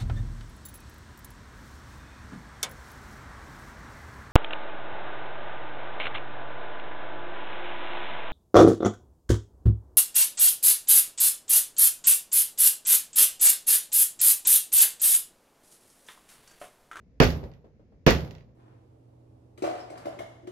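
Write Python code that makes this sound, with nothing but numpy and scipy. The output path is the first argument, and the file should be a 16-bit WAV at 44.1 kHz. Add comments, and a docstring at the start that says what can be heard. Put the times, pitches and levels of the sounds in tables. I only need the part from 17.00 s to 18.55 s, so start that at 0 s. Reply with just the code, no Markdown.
"""A small quiet kitchen: close by, a hammer comes down twice on a rubber sandal on a wooden table.
Each impact slaps the sole and drives the table's normal modes with two pushes, the second as the
sole bottoms out. Boards and near walls clatter, the room's standing waves boom, small metal rings.
Loose things then tick and bump softly as they settle, over a low steady room rumble."""
import sys
import numpy as np
from scipy import signal
from scipy.fft import rfft, irfft, next_fast_len
from scipy.io import wavfile
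from scipy.ndimage import uniform_filter1d

SR = 44100
rng = np.random.default_rng(int(sys.argv[2]) if len(sys.argv) > 2 else 0)


def wav_record(signal):
    """Record a signal, one row per channel, as 16-bit PCM in the file named by sys.argv[1]."""
    frames = np.transpose(np.atleast_2d(signal))
    bounded = np.clip(frames, -1, 1)
    # unit amplitude maps onto the largest positive 16-bit level
    quanta = np.round(bounded * 32767).astype(np.int16)
    wavfile.write(sys.argv[1], SR, quanta)


N = 68355
T = np.arange(N) / SR
BANDS_HZ = 31.25 * 2 ** (np.arange(28) / 3)


def undb(db):
    """Amplitude ratio of a level in decibels."""
    return 10 ** (np.asarray(db) / 20)

def pan(db):
    """Interaural level difference: two gains, the left `db` above the right."""
    return undb(np.array([[db], [-db]]) / 2)

def band_values(table, column=1):
    """A table column interpolated at the band centres on a log-frequency axis."""
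    table = np.array(table, float)
    return np.interp(np.log(BANDS_HZ), np.log(table[:, 0]), table[:, column])

def fade(t60, hold_s=0):
    """Exponential decay after a hold: 60 dB in t60 seconds."""
    return np.exp(-np.log(1000) * np.maximum(T - hold_s, 0) / t60)

def rise(seconds):
    """Smooth onset: the complement of a Gaussian."""
    return 1 - np.exp(-(T / seconds) ** 2)

def delayed(x, seconds):
    """Pure time delay."""
    k = round(seconds * SR)
    return np.concatenate([np.zeros(x.shape[:-1] + (k,)), x[..., :N - k]], axis=-1)

def noise_bands(coherent_hz=690, bass_correlation=0.83):
    """Unit third-octave noises (bands x 2 x N); interaural coherence falls above coherent_hz."""
    size = next_fast_len(N)
    hz = np.maximum(np.arange(size // 2 + 1) * SR / size, 1)
    mid, side = rfft(rng.standard_normal((2, size)))
    coherence = bass_correlation / (1 + (hz / coherent_hz) ** 4)
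    ears = np.sqrt(1 + coherence) * mid + np.sqrt(1 - coherence) * side * np.array([[1], [-1]])
    passbands = np.cos(np.pi / 2 * np.clip(3 * np.log2(hz / BANDS_HZ[:, None]), -1, 1)) ** 2
    bands = irfft((passbands[:, None] * ears).astype(np.complex64), size)[..., :N]
    return bands / bands.std(axis=(1, 2), keepdims=True)

def colour(bands, db):
    """Spectral shaping: the bands summed at the given levels."""
    return np.tensordot(undb(db).astype(np.float32), bands, 1)

def ring(modes):
    """Free vibration: a superposition of damped modes (f/Hz, level/dB, T60/s)."""
    return sum(undb(db) * np.sin(2 * np.pi * hz * T) * fade(t60) for hz, db, t60 in modes)

def room_rumble(rms_db=-57):
    """Stationary background noise with its energy in the bass."""
    # spectral density of the rumble: f/Hz, relative level/dB
    density = [(30, 0.5), (60, 4.5), (100, -2), (160, -4), (250, -7), (330, -17), (480, -13), (750, -30),
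               (1200, -37), (2200, -34), (3200, -44.5), (6000, -43), (8500, -63), (16000, -65)]
    bandwidth_db = 10 * np.log10(BANDS_HZ)
    rumble = colour(noise_bands(coherent_hz=1200), band_values(density) + bandwidth_db)
    return undb(rms_db) * rumble / rumble.std()

def sole_slap(bands, tilt):
    """Impact of hammer on rubber: a broadband transient and a crack of heavily damped modes."""
    # spectrum of the slap: f/Hz, band level/dB
    spectrum = [(100, -45.5), (300, -27), (900, -11.5), (1600, -11.5), (2700, -6.5), (4500, -12.5),
                (6500, -20.5), (8500, -30.5), (12500, -8.5), (16000, -21.5)]
    # crack of the hammer face on the sole: f/Hz, level/dB, T60/s
    crack_modes = [(2640, -7.5, 0.011), (2947, -5, 0.0084), (4476, -12, .012)]
    burst = colour(bands, band_values(spectrum) + tilt) * fade(t60=0.0077)
    return (burst + ring(crack_modes)) * rise(0.0021) * pan(-15)

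def lumps(depth_db=1.5, steps_per_s=500):
    """Random amplitude modulation of unit mean power."""
    step = int(SR / steps_per_s)
    stairs = np.repeat(rng.standard_normal(N), step)[:N]
    gain = undb(depth_db * uniform_filter1d(stairs, step))
    return gain / np.sqrt(np.mean(gain ** 2))

def clatter(bands, tilt):
    """Modal overlap: boards and near walls ring as uneven noise, then the room reverberates."""
    # dense ringing and its tail: f/Hz, early level/dB, tail level/dB, tail T60/s
    spectrum = [(39.6, -47.5, -52, 0.94), (120, -39.5, -35.5, .72), (280, -28.5, -34, 0.5),
                (463, -23, -33, 0.62), (1000, -29.5, -40.5, 0.59), (1600, -25.5, -34.5, .42),
                (2600, -26, -35, .38), (3600, -32.5, -33.5, .37), (5000, -29, -38, 0.41),
                (6340, -33, -44, .32), (8000, -47.5, -58.5, .33), (12500, -44.5, -55, .35),
                (16000, -44, -61.5, .28)]
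    early_db, tail_db, tail_t60 = (band_values(spectrum, column) for column in (1, 2, 3))
    early = colour(bands, early_db + tilt) * rise(0.003) * fade(t60=0.19, hold_s=0.024) * lumps()
    decays = np.array([fade(t60) for t60 in tail_t60], np.float32)[:, None]
    tail_noise = bands[..., ::-1]  # reversed, so uncorrelated with the early sound
    tail = colour(tail_noise * decays, tail_db + tilt) * rise(0.025)
    return (early + tail) * pan(-0.5)

def metal_jingle(spread_hz=14, scatter_db=5.5):
    """Beats: small metal rings in mistuned pairs of partials, drawn anew for each blow and ear."""
    # modes of the metal: f/Hz, level/dB, T60/s
    modes = [(5230, -50, 0.34), (12470, -55.5, 0.53), (12680, -56.5, .4), (12900, -57, .47),
             (13050, -56.5, .36), (13380, -51, .28), (13700, -59.5, .3), (14770, -60, .33)]
    ears = []
    for draws in rng.standard_normal((2, 2 * len(modes), 2)):
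        ears.append(ring((hz + spread_hz * detune, db + scatter_db * scatter, t60)
                         for (hz, db, t60), (detune, scatter) in zip(2 * modes, draws)))
    return np.array(ears) * rise(0.025)

def table_thump():
    """Forced response: half-sine force pulses convolved with the table's impulse response."""
    # the shove, then the sole bottoming out: delay t/s, contact t/s, impulse level/dB
    pushes = [(.002, 0.0018, 0.5), (.0089, .0011, -9)]
    # modes of the table top: f/Hz, level/dB, T60/s, left minus right/dB
    modes = [(50, -24, 0.29, -12.5), (76, -17.5, .2, -17), (106.3, -32, 0.55, -6.5),
             (156.3, -21.5, 0.19, -15), (173.2, -20.5, 0.3, -7), (254, -13, .1, -8.5),
             (253.1, -23.5, 0.37, -5.5), (345, -14, 0.058, -11), (381, -16.5, 0.19, -5.5),
             (440.2, -17.5, .18, -2.5), (518, -32, .25, -6), (663.4, -15, 0.1, -1.5),
             (820, -16.5, .15, -5.5), (1232, -16.5, 0.14, -1), (1642, -12, 0.21, 2),
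             (1873, -17.5, .26, 1.5), (2800, -14.5, 0.27, -2.5)]
    force = 0
    for delay, contact, db in pushes:
        push = np.sin(np.pi * np.minimum(T / contact, 1))
        force = force + delayed(undb(db) * push / push.sum(), delay)
    response = sum(ring([(hz, db, t60)]) * pan(pan_db) for hz, db, t60, pan_db in modes)
    return signal.fftconvolve(force[None], response, axes=1)[:, :N]

def room_boom():
    """Room resonance: low standing waves swell just after the impact."""
    # standing waves: f/Hz, level/dB, T60/s
    modes = [(73.8, -10.5, 0.32), (88, -24, .45), (135.3, -30.5, 0.69), (162.3, -23.5, 0.54)]
    return delayed(ring(modes) * rise(0.04), seconds=0.022) * pan(-6)

def hammer_blows(shared_power=0.67):
    """Superposition of all that each impact excites; the blows share part of their noise."""
    # blows: t/s, thump level/dB, slap level/dB, clatter level/dB, tilt/(dB per octave)
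    blows = [(0.2003, 0.5, 0.5, -1.5, -2), (1.0637, -0.5, -4, -0.5, -1.5)]
    body = table_thump() + room_boom()
    common = noise_bands()
    out = 0
    for start, thump_db, slap_db, clatter_db, slope in blows:
        bands = shared_power ** 0.5 * common + (1 - shared_power) ** 0.5 * noise_bands()
        tilt = slope * np.log2(BANDS_HZ / 1000)
        blow = undb(slap_db) * sole_slap(bands, tilt) + undb(thump_db) * body
        blow += undb(clatter_db) * clatter(bands, tilt) + metal_jingle()
        out = out + delayed(blow, start)
    return out

def loose_ticks(bands, reverb_db=-20.5):
    """Brief contacts give wide spectra: loose things land with a sharp tick and a short clink."""
    # landings: t/s, level/dB, tilt before limiting/(dB per octave)
    landings = [(0.2358, -18, 0.5), (0.2429, -22, 5.5), (0.2525, -27.5, -1), (0.2734, -34.5, 3),
                (0.3038, -34.5, 6.5), (0.3203, -56, -9.5), (0.4391, -49.5, -1.5), (0.5157, -55, -7.5),
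                (0.5371, -55.5, -5), (1.0989, -16.5, -1.5), (1.1061, -19, 5.5), (1.1493, -33, -7),
                (1.185, -46, 16), (1.2063, -46.5, 5), (1.248, -46, 3), (1.2768, -55, 3), (1.3091, -44, 1),
                (1.3134, -54, 1), (1.3509, -47, -6), (1.3831, -56.5, -5), (1.408, -59, -9.5)]
    # spectrum of a tick: f/Hz, band level/dB
    spectrum = [(40, -65), (700, -25.5), (2000, -6.5), (4500, -8.5), (6400, -13), (8000, -29.5),
                (12500, -22), (16000, -25.5)]
    # modes of the loose things: f/Hz, level/dB, T60/s
    clink_modes = [(1937, -15, 0.11), (4582, -12.5, .025)]
    envelope = rise(0.00019) * (fade(t60=0.0063) + undb(reverb_db) * fade(t60=0.24))
    clink = ring(clink_modes)
    out = 0
    for start, db, slope in landings:
        tilt = np.clip(slope, -3, 5) * np.log2(BANDS_HZ / 4000)
        tick = colour(bands, band_values(spectrum) + tilt) * delayed(envelope, start)
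        out = out + undb(db) * (tick + delayed(clink, start))
    return out * pan(-4.5)

def soft_bumps(bands):
    """Soft contacts excite mainly low frequencies: dull bursts of noise as things settle."""
    # bumps: t/s, level/dB
    bumps = [(.358, -46.5), (.428, -42), (.641, -53.5), (0.793, -59), (0.919, -60), (1.484, -64)]
    # spectrum of a bump: f/Hz, band level/dB
    spectrum = [(60, -9), (160, -8), (450, -3), (700, -10), (1200, -20), (2200, -27.5), (5000, -35),
                (9000, -44)]
    pulse = rise(0.0027) * fade(t60=0.23)
    envelope = sum(undb(db) * delayed(pulse, start) for start, db in bumps)
    return colour(bands, band_values(spectrum)) * envelope

def scene():
    """Linear superposition of the blows, the settling things and the rumble."""
    blows = hammer_blows()
    bands = noise_bands()
    return blows + loose_ticks(bands) + soft_bumps(bands) + room_rumble()

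def record(dry, low_cut_hz=45, top_hz=15900):
    """Band limiting and soft saturation: deep bass is cut, peaks are rounded, the top is cut."""
    x = signal.sosfilt(signal.butter(4, low_cut_hz, "high", fs=SR, output="sos"), dry)
    rounded = x / (1 + x ** 6) ** (1 / 6)
    return signal.sosfilt(signal.ellip(10, 0.2, 70, top_hz, fs=SR, output="sos"), rounded)


dry = scene()
out = record(dry)
wav_record(out)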